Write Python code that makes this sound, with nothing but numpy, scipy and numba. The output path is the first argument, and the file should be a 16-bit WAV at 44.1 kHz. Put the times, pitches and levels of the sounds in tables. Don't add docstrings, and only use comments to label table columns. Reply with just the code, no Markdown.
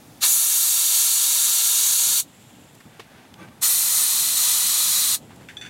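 import sys
import numpy as np
from scipy import signal
from scipy.fft import rfft, irfft, next_fast_len
from scipy.io import wavfile
from scipy.ndimage import uniform_filter1d
from numba import njit

SR = 44100
rng = np.random.default_rng(int(sys.argv[2]) if len(sys.argv) > 2 else 0)


def transcribe(u):
    v = np.clip(np.atleast_2d(u).T, -1, 1)
    q = np.round(v * 32767).astype(np.int16)
    wavfile.write(sys.argv[1], SR, q)


N = 251060
SIZE = next_fast_len(N, True)
TIME = np.arange(N) / SR
FREQ = np.maximum(np.fft.rfftfreq(SIZE, 1 / SR), 1)

# [opens t/s, attack t/s, closes t/s, base level/dB, extra body/dB, opening chuff/dB]
BURSTS = [(0.201, 0.036, 2.202, -16, -1.28, 6.5), (3.608, 0.024, 5.15, -17.5, 1.3, 3)]
# [centre f/Hz, width f/Hz, level/dB]
FIRST_GRIP = [(640, 60, -4.4), (820, 70, -3.0), (1010, 280, 3.8), (1120, 90, -3.8), (1370, 70, 7.1),
              (1510, 40, -3.2), (2000, 220, -4.6), (2550, 310, -3.1), (2700, 80, 3.8), (3160, 80, -4.7),
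              (3580, 60, -3.0), (4120, 70, -2.8), (4440, 300, 3.5), (4850, 190, -4.2), (5380, 280, -5.7),
              (5750, 150, 2.3), (6180, 130, -4.2), (6760, 590, 1.3), (7650, 300, 1.2), (10060, 180, 2.4),
              (11390, 560, -2.1), (12580, 300, 3.3), (13430, 400, -3.2), (14020, 250, -2.4)]
SECOND_GRIP = [(820, 70, -5.9), (1050, 40, -3.8), (1150, 640, 7.3), (1370, 60, -5.4), (1540, 80, -7.0),
               (1870, 70, -6.0), (1900, 240, 5.6), (2400, 70, 3.4), (2490, 50, -4.0), (2830, 80, -3.5),
               (3720, 80, -6.8), (4090, 540, 3.6), (4280, 70, 4.3), (4500, 90, -4.5), (5440, 50, 4.8),
               (6440, 190, -4.2), (7490, 270, -6.4), (7890, 590, 1.7), (8580, 160, -4.6), (9170, 230, 5.3),
               (10520, 670, -2.2), (11030, 80, 2.6), (12040, 420, -3.1), (15280, 290, -5.2)]


def undb(db):
    return 10 ** (np.asarray(db) / 20)


def unit(x):
    return x / np.sqrt(np.mean(x ** 2))


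def colour(points):
    hz, db = np.transpose(points)
    return undb(np.interp(np.log(FREQ), np.log(hz), db))


def below(hz, order=8):
    return 1 / np.sqrt(1 + (FREQ / hz) ** (2 * order))


def band(low_hz, high_hz, order=2):
    return below(high_hz, order) * np.sqrt(1 - below(low_hz, order) ** 2)


def resonance(hz, width):
    return 1 / np.sqrt(1 + ((FREQ ** 2 - hz ** 2) / (FREQ * width)) ** 2)


def noise(gain):
    spectrum = rfft(rng.standard_normal(SIZE)) * gain
    return unit(irfft(spectrum, SIZE)[:N])


def walk(rate_hz):
    return noise(below(rate_hz, order=2))


def blow(start, t60, rise=0.00055):
    age = np.maximum(TIME - start, 0)
    return (1 - np.exp(-age / rise)) * np.exp(-np.log(1000) * age / t60)


def swell(s, half, flat=1):
    return np.exp(-.5 * np.abs((TIME - s) / half) ** (2 * flat))


def reflections(share, longest, count=24):
    response = np.zeros(SIZE)
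    lags = rng.uniform(longest / 10, longest, count)
    response[(lags * SR).astype(int)] = rng.standard_normal(count) * np.exp(-2 * lags / longest)
    response *= share / np.linalg.norm(response)
    response[0] = 1
    return rfft(response)


def outdoors(rumble_db=3, air_db=-56, gust_db=1.5, lowest_hz=55, split_hz=700):
    # [t/s, level/dB]
    rumble_course = [(0.0, -51.5), (.5, -59.5), (1.9, -56.5), (2.55, -53.5), (2.95, -59), (3.45, -52.5),
                     (4.6, -52), (5.3, -50.5), (5.69, -50)]
    # [f/Hz, relative level/dB]
    outdoor_colour = [(15, -50), (30, -20.5), (120, -3), (260, -5), (410, -13.5), (640, -14), (735, -14),
                      (810, -11.5), (970, -16.5), (1410, -19), (1850, -19.5), (3170, -25), (3530, -20.5),
                      (3930, -26.5), (12200, -31), (15500, -47)]
    shape = colour(outdoor_colour)
    course_db = np.interp(TIME, *np.transpose(rumble_course))
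    level_db = course_db + rumble_db + gust_db * walk(5.8)
    rumble = undb(level_db) * noise(shape * band(lowest_hz, split_hz))
    return rumble + undb(air_db) * noise(shape * band(split_hz, SR))


def scuffs(grain_db=2.5):
    # [peak t/s, half length t/s, rubbing level/dB, creak level/dB]
    scuff_moments = [(2.958, 0.059, -53.5, -64), (3.183, 0.076, -50.5, -61), (3.424, 0.031, -48, -43),
                     (3.484, 0.0065, -48.5, -61), (3.527, 0.011, -64, -53), (5.322, 0.017, -48.5, -64),
                     (5.424, 0.018, -48.5, -65)]
    # [f/Hz, relative level/dB]
    rub_colour = [(59, -34), (100, -1.5), (330, -8.5), (558, -8), (1140, -17), (1630, -10.5), (1730, -13),
                  (2320, -15.5), (2520, -14.5), (9460, -38), (15000, -43)]
    # [centre f/Hz, width f/Hz, relative level/dB]
    creak_modes = [(178, 37, 1), (328, 15, 2), (894, 39, -5), (1165, 39, -3), (1544, 20, -2),
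                   (1960, 32, -9), (2320, 36, -6), (3380, 39, -16), (6380, 37, -17), (9290, 34, -17)]
    smooth_rub = noise(colour(rub_colour) * band(90, 15000))
    creak_power = sum((undb(db) * resonance(hz, width)) ** 2 for hz, width, db in creak_modes)
    creak = noise(np.sqrt(creak_power))
    rub = unit(smooth_rub * undb(grain_db * walk(300)))
    out = 0
    for s, half, rub_db, creak_db in scuff_moments:
        out = out + swell(s, half) * (undb(rub_db) * rub + undb(creak_db) * creak)
    return out


def knocks():
    # [t/s, thump level/dB, clack level/dB, clack centre f/Hz, tick level/dB, fall by 60 dB t/s]
    knock_moments = [(2.063, -39, -74, 1500, -80, 0.44), (2.75, -60, -60, 4500, -41, 0.019),
                     (2.802, -46, -43, 1500, -51, 0.06), (2.853, -39, -51, 700, -70, 0.17),
                     (2.994, -43, -36, 348, -52, 0.047), (2.996, -50, -32, 960, -56, 0.041),
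                     (2.995, -52, -38, 2700, -62, 0.11), (3.34, -53, -27, 2950, -48, 0.01),
                     (4.195, -41, -70, 1500, -80, 0.22), (5.306, -50, -40, 990, -57, .05),
                     (5.359, -60, -56, 4500, -45, 0.023), (5.408, -51, -44, 800, -57, .06)]
    thump = noise(band(96, 260, order=3))
    tick = noise(band(5000, 10500, order=3))
    out = 0
    for s, thump_db, clack_db, clack_hz, tick_db, t60 in knock_moments:
        clack = noise(resonance(clack_hz, clack_hz) ** 2)
        hit = undb(thump_db) * thump + undb(clack_db) * clack + undb(tick_db) * tick
        out = out + hit * blow(s, t60, rise=0.0019)
    return out


def rattle(scatter_db=-2.5, chatter_db=1.7, phase_wander=0.66, clink_db=-3, clink_t60=0.024):
    # [t/s, base ring level/dB, clatter level/dB, clatter fall by 60 dB t/s]
    contacts = [(5.486, -45, -37.5, 0.18), (5.569, -35, -42, .05), (5.612, -36, -42.5, 0.2),
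                (5.623, -40, -47, 0.16), (5.650, -41, -45, 0.13), (5.662, -41, -47, 0.19)]
    # [f/Hz, relative level/dB, fall by 60 dB t/s]
    metal_modes = [(1710, -17, 0.41), (2510, -14, 0.31), (3500, 0.5, 0.13), (3420, -16, 0.22),
                   (4500, -19, 0.23), (5850, -17, 0.21), (6100, -17, 0.22), (6960, -18, .08),
                   (7420, -20, .08), (7900, -23, .08), (9040, -19, 0.14), (10660, -30, .08)]
    # [f/Hz, relative level/dB]
    clatter_colour = [(1100, -24), (1500, 6.5), (2100, 1), (2900, -3), (4000, -14), (7500, -14.5),
                      (14000, -31)]
    clatter = noise(colour(clatter_colour))
    out = sum(undb(clatter_db) * blow(s, t60) * clatter for s, _, clatter_db, t60 in contacts)
    for hz, db, decay in metal_modes:
        sizes_db = scatter_db * rng.standard_normal(len(contacts))
        energy = 0
        for (s, ring_db, _, _), size_db in zip(contacts, sizes_db):
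            ring_and_clink = blow(s, decay) + undb(clink_db) * blow(s, clink_t60)
            energy = energy + (undb(ring_db + size_db) * ring_and_clink) ** 2
        level = np.sqrt(energy) * undb(db + chatter_db * walk(90))
        phase = 2 * np.pi * hz * TIME + phase_wander * walk(90)
        out = out + level * np.sin(phase)
    return out


def leak(uneven_db=1.2):
    # [centre f/Hz, width f/Hz, base level/dB]
    seep_bands = [(7400, 1300, -60), (2970, 1600, -59.5), (11000, 7000, -65)]
    seep_s, after_levels_db = 0.5, (0.5, -4.5)
    first_opens, first_attack = BURSTS[0][:2]
    before = TIME < first_opens + first_attack
    seating = undb(-56) * noise(band(2500, 13000)) * before
    seep = sum(undb(db) * noise(resonance(hz, width) ** 2) for hz, width, db in seep_bands)
    after = 0
    for (_, _, closes, *_), db in zip(BURSTS, after_levels_db):
        after = after + undb(db) * (TIME > closes) * swell(closes, seep_s, flat=1.2)
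    return seating + seep * after * undb(uneven_db * walk(15))


def whistles():
    # [peak t/s, half length t/s, level/dB, centre f/Hz, width f/Hz]
    whistle_moments = [(0.323, 0.029, -18.5, 7070, 800), (0.372, 0.09, -23, 9950, 400),
                       (0.644, 0.12, -25, 12700, 700), (1.927, 0.2, -24.5, 6650, 600),
                       (3.73, 0.058, -27, 12740, 700), (3.74, 0.073, -24, 9000, 900),
                       (4.023, 0.064, -22, 9100, 350)]
    out = 0
    for s, half, db, hz, width in whistle_moments:
        out = out + undb(db) * swell(s, half, flat=2.2) * noise(resonance(hz, width) ** 2)
    return out


def jet(burst, grip, flutter_db=0.2, spit_db=0.3, wander_db=0.3):
    # [f/Hz, relative level/dB]
    jet_colour = [(200, -47), (500, -24.5), (750, -19), (1000, -17), (2000, -13.5), (3000, -9),
                  (3800, -1.5), (5200, -6.5), (6500, -2), (9500, -3), (13000, -4.5), (15800, -9.5)]
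    # [upper edge f/Hz, relative level/dB,
    # share of the extra body [factor], share of the chuff [factor], change while not yet seated/dB]
    jet_parts = [(2670, -17.5, 1, 1.55, -3), (5570, -5.5, 0.7, 1.35, -6.5), (10530, 0, 0.03, -0.16, -1),
                 (15900, -3.5, 0, -0.57, 1.5)]
    # [t/s, half length t/s, change of flow level/dB]
    presses = [(1.0, 0.051, 1.3), (3.99, 0.031, 1.5), (4.323, 0.054, -1.8), (4.468, .05, 1.5)]
    chuff_s, settle_s = 0.031, 0.48
    shut_db_per_s = 820

    opens, attack, closes, level_db, body_db, chuff_db = burst
    pocket_db = sum(db * 2 ** -(2 * (FREQ - hz) / width) ** 2 for hz, width, db in grip)
    shape = colour(jet_colour) * undb(pocket_db)
    early = shape * reflections(share=0.39, longest=.018)
    late = shape * reflections(share=0.39, longest=.018)
    creep = np.interp(TIME, [opens, closes], [0, np.pi / 2])

    age = np.maximum(TIME - opens, 0)
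    chuff = np.exp(-np.maximum(age - attack, 0) / chuff_s)
    unseated = np.exp(-age / settle_s)
    air, low = 0, 1
    for high, part_db, body_share, chuff_share, unseated_db in jet_parts:
        part = band(low, high, order=12)
        low = high
        db = part_db + body_share * body_db + chuff_share * chuff_db * chuff
        db = db + unseated_db * unseated + wander_db * walk(20)
        blend = np.cos(creep) * noise(early * part) + np.sin(creep) * noise(late * part)
        air = air + undb(db) * blend

    eddies = undb(flutter_db * walk(60) + spit_db * walk(690))
    press_db = sum(db * swell(s, half) for s, half, db in presses)
    shut_db = shut_db_per_s * np.maximum(TIME - closes, 0)
    valve = np.minimum(age / attack, 1) ** 2 * undb(press_db - shut_db)
    return undb(level_db) * air * eddies * valve


@njit
def follow(x, attack, release):
    out, e = np.empty(len(x)), 0.
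    for i in range(len(x)):
        e += (x[i] - e) / (SR * (attack if x[i] > e else release))
        out[i] = e
    return out


def scene():
    background = outdoors()
    handling = scuffs() + knocks() + rattle()
    seal = leak() + whistles()
    air = jet(BURSTS[0], FIRST_GRIP) + jet(BURSTS[1], SECOND_GRIP)
    mono = background + handling + seal + air
    return np.array([mono, mono])


def record(dry, hiss_db=-65):
    threshold_db, slope = -25.5, 0.4
    attack_s, release_s = .07, 0.06
    top_hz = 15850
    level_db = 10 * np.log10(uniform_filter1d(dry[0] ** 2, size=256) + 1e-12)
    wanted_cut_db = slope * np.maximum(level_db - threshold_db, 0)
    cut_db = follow(wanted_cut_db, attack_s, release_s)
    heard = dry * undb(-cut_db) + undb(hiss_db) * rng.standard_normal(N)
    steep_low_pass = signal.ellip(12, .1, 85, top_hz, fs=SR, output="sos")
    return signal.sosfilt(steep_low_pass, heard)


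dry = scene()
out = record(dry)
transcribe(out)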